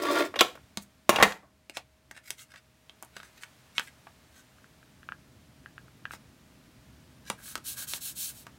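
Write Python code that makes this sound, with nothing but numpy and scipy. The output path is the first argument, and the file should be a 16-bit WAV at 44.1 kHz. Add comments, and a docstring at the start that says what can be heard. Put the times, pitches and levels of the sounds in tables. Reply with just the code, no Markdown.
"""Tape runner and card on a table

A big plastic tape runner is dragged over a card, snapped off and set down with a clatter on a wooden table.
Paper slides and card edges click around it; later fingernails pick at the rim and fingers rub in quick strokes.
Friction is made of random tiny slips, blows of noise bursts through resonances, picks of damped sines.
It is heard close, mono on two channels, over rumble, hiss and a faint hum that drift in level.
"""
import sys
import numpy as np
from scipy import signal
from scipy.fft import rfft, irfft
from scipy.io import wavfile

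SR = 44100
rng = np.random.default_rng(int(sys.argv[2]) if len(sys.argv) > 2 else 0)


def master_out(mix):
    """Clip the mix to full scale and print it as 16-bit PCM to the path in sys.argv[1]."""
    frames = np.transpose(np.atleast_2d(mix))
    ceiling = np.clip(frames, -1, 1)
    pcm = np.round(ceiling * 32767).astype(np.int16)
    wavfile.write(sys.argv[1], SR, pcm)


N = 378378
T = np.arange(N) / SR  # seconds


def amp(db):
    """Gain from dB."""
    return 10 ** (np.asarray(db) / 20)


def unit(x):
    """Scale to rms 1."""
    return x / np.sqrt(np.mean(x ** 2))


def curve(rows, axis=1):
    """Gain over time from a dB column of a table."""
    rows = np.array(rows)
    return amp(np.interp(T, rows[:, 0], rows[:, axis]))


def add(out, s, x):
    """Mix x into out at time s."""
    i = max(int(s * SR), 0)
    out[i:i + len(x)] += x[:max(N - i, 0)]


def through(x, response):
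    """Convolve, keeping the length."""
    return signal.fftconvolve(x, response)[:len(x)]


def colour(x, points, ripple_db=0, size=4096):
    """Causal filter with a spectrum of (Hz, dB) points; ripple stands for an object's many small modes."""
    hz, db = np.transpose(points)
    f = np.maximum(np.fft.rfftfreq(size, 1 / SR), 1)
    mode = 45 * np.log1p(f / 2500)
    uneven = np.interp(mode, np.arange(128), rng.uniform(-1, 1, 128))
    level_db = np.interp(np.log(f), np.log(hz), db) + ripple_db * uneven
    # folding the cepstrum gives minimum phase, so nothing sounds ahead of the blow
    cepstrum = irfft(np.log(amp(level_db)))
    cepstrum[1:size // 2] *= 2
    cepstrum[size // 2 + 1:] = 0
    return through(x, irfft(np.exp(rfft(cepstrum))))


def ring(hz, t60, size=22050):
    """One damped mode; t60 in seconds."""
    t = T[:size]
    return np.sin(2 * np.pi * hz * t) * np.exp(-np.log(1000) * t / t60)


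def resonances(modes, damping=1):
    """Response of (Hz, width Hz, dB) modes; damping widens each, its own peak stays near its dB."""
    t = T[:SR // 2]
    response = 0
    for hz, width, db in modes:
        damped_width = width * damping
        decay = np.exp(-np.pi * damped_width * t)
        response = response + amp(db) * 2 * np.pi * damped_width / SR * np.cos(2 * np.pi * hz * t) * decay
    return response


def wander(rate):
    """Smooth chance with a spread near 1, heading for a new value rate times a second."""
    steps = rng.standard_normal(8192)
    return np.interp(T * rate, np.arange(len(steps)), steps)


def slips(rate, spread_db):
    """Stick-slip friction: tiny clicks of uneven size at random times, rate per second."""
    happens = rng.random(N) < rate / SR
    sizes = rng.standard_normal(N)
    sizes[happens] *= amp(spread_db * np.minimum(rng.exponential(size=N)[happens], 4))
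    return unit(happens * sizes)


def contact(rattle_ms, size=4096, count=4):
    """A blow of unit energy: chatter that dies away, spread about evenly over all pitches."""
    t = T[:size] * 1000 / max(rattle_ms, .1)
    x = rng.standard_normal(size) * np.exp(-t)
    for _ in range(count):
        flat = irfft(np.exp(1j * np.angle(rfft(x))))
        x = flat * np.exp(-(t / 3) ** 2)
    return x / np.sqrt(np.sum(x ** 2))


def blows(rows, bass_db, top_db, q, ripple_db):
    """Each blow has its own hardness and rattle, and the struck spot rings at its own pitch."""
    out = np.zeros(N)
    for s, db, body_db, edge_db, air_db, rattle_ms, ring_hz, ring_db in rows:
        # light objects radiate little bass
        shape = [(40, body_db + bass_db - 17), (130, body_db + bass_db), (340, body_db), (700, body_db),
                 (1100, 0.01), (1800, 0.013), (3400, edge_db), (8500, air_db), (16000, air_db + top_db)]
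        blow = colour(contact(rattle_ms), shape, ripple_db)
        spot = through(blow, resonances([(ring_hz, ring_hz / q, ring_db)]))
        add(out, s, amp(db) * (blow + spot))
    return out


# background level before trim: (time [s], rumble level [dB], hiss level [dB])
AMBIENCE = [(0, -58.5, -52.5), (1.5, -69.5, -63.5), (2.7, -68.5, -60.5), (3.4, -66.5, -54.5),
            (4.8, -63.5, -56.5), (5.2, -59, -57), (8.58, -59.5, -55)]
# spectrum of the low rumble: (frequency [Hz], relative level [dB])
RUMBLE_COLOUR = [(20, -21.5), (45, -10), (68, 3.5), (90, -3.5), (125, 4), (170, -2.5), (250, -1.5),
                 (400, -14), (700, -23), (2000, -47.5)]
# spectrum of the room hiss: (frequency [Hz], relative level [dB])
HISS_COLOUR = [(25, -13.5), (100, 3.5), (300, -4), (480, -2.5), (630, -2.5), (800, -3), (1600, -3.5),
               (2500, -5.5), (5000, -9.5), (10000, -14.5), (16000, -19)]
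# hum tones: (frequency [Hz], middle rms level [dB])
HUM = [(70, -75), (124, -77.5), (630, -76)]


def room_noise():
    """Unsteady low rumble and hiss are filtered noise; the faint hum is sines that waver in level and phase."""
    rumble = unit(colour(rng.standard_normal(N), RUMBLE_COLOUR)) * curve(AMBIENCE)
    rumble = rumble * amp(0.72 * wander(28) + 1.0)
    hiss = unit(colour(rng.standard_normal(N), HISS_COLOUR)) * curve(AMBIENCE, axis=2) * amp(-6.5)
    hum = np.zeros(N)
    for hz, db in HUM:
        level = amp(db + 1.1 * wander(9.9)) * np.sqrt(2)
        hum += level * np.sin(2 * np.pi * hz * T + .8 * wander(23))
    return rumble + hiss + hum


# paper sliding on paper and wood, levels before the rasp and hiss trims:
# (middle [s], time from middle to 1/e [s], level [dB], air against level [dB])
SLIDES = [(.826, 0.013, -64.5, 25.5), (1.135, .037, -51, -5), (1.253, 0.073, -40.5, -12),
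          (1.769, .02, -46, -12), (2.17, 0.021, -52.5, -14), (2.287, 0.035, -52.5, 9.5),
          (2.409, 0.026, -47.5, 10.5), (2.512, 0.017, -57, -5), (2.573, 0.024, -54, -11.5),
          (3.181, 0.03, -50, -11), (3.258, 0.032, -56, 2), (3.379, 0.023, -58, -6),
          (3.429, 0.015, -47, -13), (3.778, 0.021, -43.5, -20.5), (3.838, 0.03, -60.5, 17.5),
          (3.88, 0.014, -50.5, -9), (4.379, 0.043, -57, 4.5), (6.134, 0.023, -49.5, 9),
          (7.297, 0.032, -46, 4.5)]
# spectrum of the paper's rasp: (frequency [Hz], relative level [dB])
RASP_COLOUR = [(200, -22), (900, -14), (1600, 4), (3200, -1), (5000, -4), (9000, -8), (16000, -21.5)]


def paper_slides():
    """Short grainy swishes: coarse fibre slips rasp, finer ones hiss, coloured afresh for each patch of paper."""
    fibres = unit(slips(rate=1800, spread_db=2) * amp(2.5 * wander(150)))
    nap = slips(rate=6000, spread_db=3)
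    nap_colour = [(1500, -22.0), (4000, -7), (7500, 1.5), (16000, -5)]
    out = np.zeros(N)
    for s, spread_s, db, air_db in SLIDES:
        near = np.abs(T - s) < .3
        rasp = unit(colour(fibres[near], RASP_COLOUR, ripple_db=11.0))
        hiss = unit(colour(nap[near], nap_colour, ripple_db=4.0))
        swell = np.exp(-((T[near] - s) / spread_s) ** 2)
        out[near] += amp(db) * swell * (amp(-2) * rasp + amp(air_db - 13.5) * hiss)
    return out


# clicks and taps of the card: (time [s], level near 1.4 kHz [dB], then relative to that: body [dB],
# edge [dB], air [dB]; rattle [ms], ring pitch [Hz], ring against blow [dB])
CLICKS = [(0.7728, -5, -0.5, -4, -3.5, 1.5, 4010, 10.6), (1.697, -20, 9, 4.5, -1.5, 0.89, 2550, 8.5),
          (1.77, -3.5, -2.5, 2, -9.5, 4.5, 720, 4.9), (2.1112, -13, -4, -6, -9, 3.56, 1790, 5.5),
          (2.1645, -19, -9, -13, -15, 3.4, 1800, 5), (2.1765, -16, -7, -17, -14, 2.7, 1800, 2.8),
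          (2.3053, -15.5, 1.5, 9, 11.5, 0.81, 1907, 13), (2.392, -25, -27.5, 3, -21, 2.8, 3250, 4.5),
          (2.5383, -17, -4.5, -9, -18, 9.1, 1905, 4.2), (2.559, -19, -19, -1, -15, 4.5, 1645, 8.1),
          (2.8955, -24, -1, 7.5, -13, 1.4, 3340, 3.7), (3.0255, -23, 1.5, -13, 10.5, 1.95, 1010, 19.3),
          (3.0315, -23, 7, 0, -31, 2, 940, 11), (3.0475, -29, 3, -10, 5, 1.8, 1000, 4),
          (3.166, -9, 0, -3, -12.5, 2.5, 1514, 3.5), (3.2013, -17, -2.5, -2, -22, 2, 1380, 6),
          (3.231, -16, -8, -7, -15, 2.7, 1410, 6.2), (3.4343, -10, -20, -4.5, -16, 2.2, 2290, 3),
          (3.7812, 7, -14, -1, -21, 1.36, 3045, 1.6), (3.796, 4, -12, -11, -14.5, 0.6, 1700, 2),
          (4.069, -15.5, -6.5, -12, -35, 4.3, 813, 14.7), (6.136, -14, 5, -8, -18, 2.7, 1346, 9.9),
          (7.3002, -2, -15, -13, -10, 0.59, 9100, 11.4), (7.302, 1.5, 1.5, -2, -22, 1.47, 960, 1.3),
          (7.5552, -4, -2.5, 1, -5.5, 0.62, 1290, 9), (7.5772, -16.5, 2, -6, -3, 3.8, 3080, 3.6),
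          (7.936, -4.5, -6, -0.5, -7, 0.34, 4180, 6.3), (8.4675, -16.5, 0, -4, -9.5, 2.2, 1265, 14)]


def card_clicks():
    """Card edges flick and tap; paper damps the ring within a few cycles, hence the low q."""
    return blows(CLICKS, bass_db=-6, top_db=-12, q=5, ripple_db=5.5)


# a fingernail slips off the card's rim: (time [s], dry peak level [dB])
PICKS = [(4.585, -50), (4.6434, -44.5), (4.8291, -46.5), (5.031, -41), (5.089, -26), (5.1213, -25),
         (5.66, -32.5), (5.78, -33), (5.882, -47), (6.0543, -23), (6.1091, -28.5)]


def nail_picks(hz=1530, t60=0.006, snap_hz=2350, snap_t60=0.0025, snap_db=-1, rise_s=0.00067):
    """The stiff card rim springs back from a nail and swings for a few cycles, a little differently each time."""
    out = np.zeros(N)
    chance = rng.uniform([.92, -4], [1.08, 3], (len(PICKS), 2))
    for (s, db), (detune, hardness_db) in zip(PICKS, chance):
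        swing = ring(hz * detune, t60)
        snap = amp(snap_db + hardness_db) * ring(snap_hz * detune, snap_t60)
        onset = 1 - np.exp(-T[:len(swing)] / rise_s)
        flick = (swing + snap) * onset
        add(out, s, amp(db) * flick / np.abs(flick).max())
    return out


# a stroke's speed is an arch that peaks early; the hiss levels off at speed, the card's own sound follows it
RUB_SKEW, RUB_FLATTEN, HISS_POWER, CARD_POWER = 0.81, 1.31, 2.23, 1
# strokes over the card: (start [s], length [s], hiss level before trim [dB], card level before wander [dB])
RUBS = [(7.374, 0.079, -56, -53.5), (7.419, .15, -41.5, -54.5), (7.635, .133, -34.5, -57),
        (7.756, 0.11, -35, -52.5), (7.864, 0.14, -34.5, -53), (7.999, 0.15, -35, -59),
        (8.144, 0.2, -32.5, -58.5), (8.323, 0.14, -49, -73)]
# spectrum of skin hissing on card: (frequency [Hz], relative level [dB])
SKIN_COLOUR = [(150, -31), (500, -38), (1500, -22), (2400, -5), (3300, 2.5), (5500, 2), (9000, 5.5),
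               (13000, 4), (16000, 1.5)]
# the card's modes under the fingers: (frequency [Hz], width before damping [Hz], relative level [dB])
CARD_MODES = [(1120, 56, -16), (1380, 280, 14), (1600, 62, 19), (2240, 190, 3)]


def finger_rubs():
    """Dry skin on card: bright slip noise follows the hand's speed, and slower slips excite the card's modes."""
    hiss_gain, card_gain = np.zeros(N), np.zeros(N)
    for s, length_s, hiss_db, card_db in RUBS:
        progress = np.linspace(0, 1, int(length_s * SR))
        speed = np.abs(np.sin(np.pi * progress ** RUB_SKEW))
        add(hiss_gain, s, amp(hiss_db) * np.tanh(RUB_FLATTEN * speed) ** HISS_POWER)
        add(card_gain, s, amp(card_db) * speed ** CARD_POWER)
    # two fingertips, each with its own colour; the weight shifts between them
    shift = amp(3 * wander(16))
    first = colour(slips(rate=14000, spread_db=0.0), SKIN_COLOUR, ripple_db=5.5)
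    second = colour(slips(rate=14000, spread_db=0.0), SKIN_COLOUR, ripple_db=5.5)
    grain = unit(first * shift + second / shift) * amp(.8 * wander(120))
    body = unit(through(slips(rate=1400, spread_db=2.0), resonances(CARD_MODES, damping=1.6)))
    body = body * amp(3 * wander(30))
    return amp(0.5) * grain * hiss_gain + body * card_gain


# blows that reach the table top: (time [s], boom level [dB])
THUMPS = [(0.408, -38.5), (0.775, -36.5), (1.093, -30), (1.226, -20.5), (3.166, -52), (3.779, -56),
          (7.302, -46)]
# the table top's low boom: (frequency [Hz], t60 [s], relative level [dB])
BOOM_MODES = [(204, 0.19, -2.5), (227.5, 0.069, -7.5), (170, 0.24, -17), (202, 1, -33)]


def table():
    """The wooden top answers some of the blows with a sum of low damped modes."""
    out = np.zeros(N)
    boom = sum(amp(db) * ring(hz, t60) for hz, t60, db in BOOM_MODES)
    for s, db in THUMPS:
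        add(out, s, amp(db) * boom)
    return out


# the skid grows from landing to tipping, then falls away fast
LAND_S, TIP_S, SKID_DB = 1.1, 1.222, -26
SKID_RISE_DB_PER_S, SKID_FALL_DB_PER_S = 67, 242.5
# spectrum of the skid: (frequency [Hz], relative level [dB])
SKID_COLOUR = [(60, -16), (180, 0.5), (350, -14.5), (650, -1), (950, 2), (1400, -8), (2500, -10.5),
               (5000, -25), (16000, -37)]


def runner_skid():
    """The case judders across the table top in coloured stick-slip, ever harder, then shudders to rest."""
    judder = slips(rate=2100, spread_db=3.0) * amp(1.9 * wander(100))
    before_tip = SKID_RISE_DB_PER_S * (TIP_S - T)
    after_tip = SKID_FALL_DB_PER_S * (T - TIP_S)
    db = SKID_DB - np.maximum(before_tip, after_tip)
    return unit(colour(judder, SKID_COLOUR, ripple_db=5.5)) * amp(db) * (T > LAND_S)


TEETH_HZ, TEETH_SAG_DB = 58.44, -7.5  # mean tooth rate of the gear; sag of the pull between teeth
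SNAP_DECAY_S, CRACKLE_DB = .006, -18  # the fine crackle is relative to the stroke curve
# the runner's stroke, before the layer trims: (time [s], level [dB])
STROKE = [(0, -38), (.06, -30.5), (.12, -29.5), (.19, -24.5), (.225, -29), (.268, -38), (.295, -57)]
# tape tearing off the roll: (frequency [Hz], relative level [dB])
PEEL_COLOUR = [(60, -37.5), (140, -37), (250, -7.5), (365, 12), (450, 5), (580, -5), (800, -8.5), (1200, 1),
               (2200, -12.5), (2450, -8.5), (4200, -23), (7500, -34.5), (16000, -36)]
# threads of glue that snap during the stroke: (time [s], level [dB])
GLUE_SNAPS = [(0.023, -33.5), (0.034, -36.5), (.112, -30), (.126, -39.5), (.186, -36.5), (0.251, -38.5)]
# the runner's hollow case, also heard in its knocks:
# (frequency [Hz], width before damping [Hz], relative level [dB])
CASE_MODES = [(330.3, 53, -3), (579.7, 63, -1.5), (1125, 43, -8.5), (1373, 27, -5), (1820, 150, -12),
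              (2124, 65, -12), (3100, 73, -13.5), (3210, 26, -14.5), (3530, 140, -13), (4030, 300, -23.5),
              (4600, 40, -25.5), (6400, 110, -17.5)]


def runner_stroke():
    """Tape tears off in dense slips, pulsed by the gear teeth, and shakes the case."""
    teeth = np.cumsum(TEETH_HZ * (1 + 0.029 * wander(25))) / SR % 1
    drive = unit(slips(rate=7000, spread_db=-1.5) * amp(TEETH_SAG_DB * teeth))
    # the pressure wanders among three points of contact, each with its own colour
    weights = np.array([amp(7 * wander(22)) for _ in range(3)])
    weights = weights / np.sqrt(np.sum(weights ** 2, axis=0))
    tearing = sum(weight * unit(colour(drive, PEEL_COLOUR, ripple_db=13)) for weight in weights)
    hollow_colour = [(60, -33), (140, -7), (300, 2.0), (3500, 1.0), (16000, -11.0)]
    hollow = unit(colour(through(drive, resonances(CASE_MODES, damping=0.6)), hollow_colour))
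    # glue crackles in step with the stroke, and in a little cluster where a thread snaps
    glue_colour = [(1000, -20), (3500, 0), (8000, -3), (16000, -8)]
    glue = unit(colour(slips(rate=1800, spread_db=1), glue_colour, ripple_db=10))
    crackle = amp(CRACKLE_DB + 2.5 * wander(60)) * curve(STROKE)
    for s, db in GLUE_SNAPS:
        add(crackle, s, amp(db) * np.exp(-T[:SR // 2] / SNAP_DECAY_S))
    rolling = (amp(-3) * tearing + amp(-5.5) * hollow) * curve(STROKE)
    fade_out = np.interp(T, [.29, .34], [1, 0])
    return (rolling + glue * crackle) * fade_out


# knocks of the runner, before the layer trims: (time [s], level near 1.4 kHz [dB],
# then relative to that: body [dB], edge [dB], air [dB]; rattle [ms], ring pitch [Hz])
KNOCKS = [(0.3404, 0.5, 0, -17.5, -36.5, 6, 1130), (0.3582, 5, 5, -6, -23, 12, 1130),
          (0.3904, 8, -8, 7.5, -14.5, 15, 3560), (0.4082, 19.5, 4, 1.5, -10, 7.5, 1103),
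          (0.553, -16, 8, -9, -12, 8, 1130), (0.574, -14.5, 0, -19, -31, 3.8, 350),
          (1.0925, 19.5, 5.5, -4.5, -9.5, 7.8, 1050), (1.1601, 8, 3, 0.5, -15.5, 6.5, 2660),
          (1.186, 11.5, 2.5, -14, -29.5, 7, 842), (1.2, 16.5, -4, -16.5, -41, 18, 1130),
          (1.2255, 23.5, 4, -5, -13.5, 5, 1940), (1.2305, 23.5, -5.5, -8, -17.5, 8, 2000),
          (1.3212, -5, -14, -0.5, -15, 4, 1560), (1.425, -19.5, 7, -38, -40, 45, 1073)]
# the table top's higher modes, reached only by the hard runner:
# (frequency [Hz], width [Hz], relative level [dB])
WOOD_MODES = [(367, 38, -4.5), (457, 90, -3), (624, 53, -1.5), (740, 57, -2.5), (889.5, 16, 4),
              (1087, 53, 1), (1313, 35, 1), (1690, 58, -7.5), (1865, 20, -1), (2410, 28, -5),
              (2820, 24, -1), (2830, 23, -3.5), (3480, 41, -4), (3807, 160, -4.5)]


def runner_knocks():
    """The runner snaps off the tape, lands and tips onto its side; each blow rings the case and the wood."""
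    ring_db = 1.5  # how far the struck spot rings above the blow
    rows = [(*knock, ring_db) for knock in KNOCKS]
    hits = blows(rows, bass_db=-20.5, top_db=-7.0, q=14, ripple_db=6.5)
    case = through(hits, resonances(CASE_MODES, damping=.6))
    wood = through(hits, resonances(WOOD_MODES))
    return amp(-3.0) * hits + amp(-9.0) * case + amp(-3) * wood


def room(x, tail_db, t60=0.23, echo_s=.0086, echo_db=-19, size=26000):
    """A near wall gives one early echo, within a short noise tail that is duller than the direct sound."""
    t = T[:size]
    tail = rng.standard_normal(size) * np.exp(-np.log(1000) * t / t60) * np.clip(t / 0.0013, 0, 1)
    tail_colour = [(100, 3), (500, 0.5), (2000, -2.0), (5000, -3.5), (15000, -4.5)]
    tail = colour(tail / np.sqrt(np.sum(tail ** 2)), tail_colour)
    response = amp(tail_db) * tail
    response[int(echo_s * SR)] += amp(echo_db)
    return x + through(x, response)


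def scene():
    """Everything happens on the table, in mono; the room rings longer after the runner than after the card."""
    runner = runner_stroke() + runner_knocks() + runner_skid() + table()
    card = card_clicks() + paper_slides() + finger_rubs()
    wet_runner = room(runner, tail_db=-8.5, t60=0.24)
    wet_card = room(card, tail_db=-6, t60=0.13)
    wet_picks = room(nail_picks(), tail_db=-9, t60=0.11, echo_db=-20)
    mono = wet_runner + wet_card + wet_picks + room_noise()
    return np.array([mono, mono])


def record(dry):
    """The recorder rounds the loudest peaks by soft saturation and cuts the top above 15.9 kHz."""
    ceiling = .75
    top = signal.ellip(10, .2, 80, 15900, fs=SR, output="sos")
    return signal.sosfilt(top, ceiling * np.tanh(dry / ceiling))


dry = scene()
out = record(dry)
master_out(out)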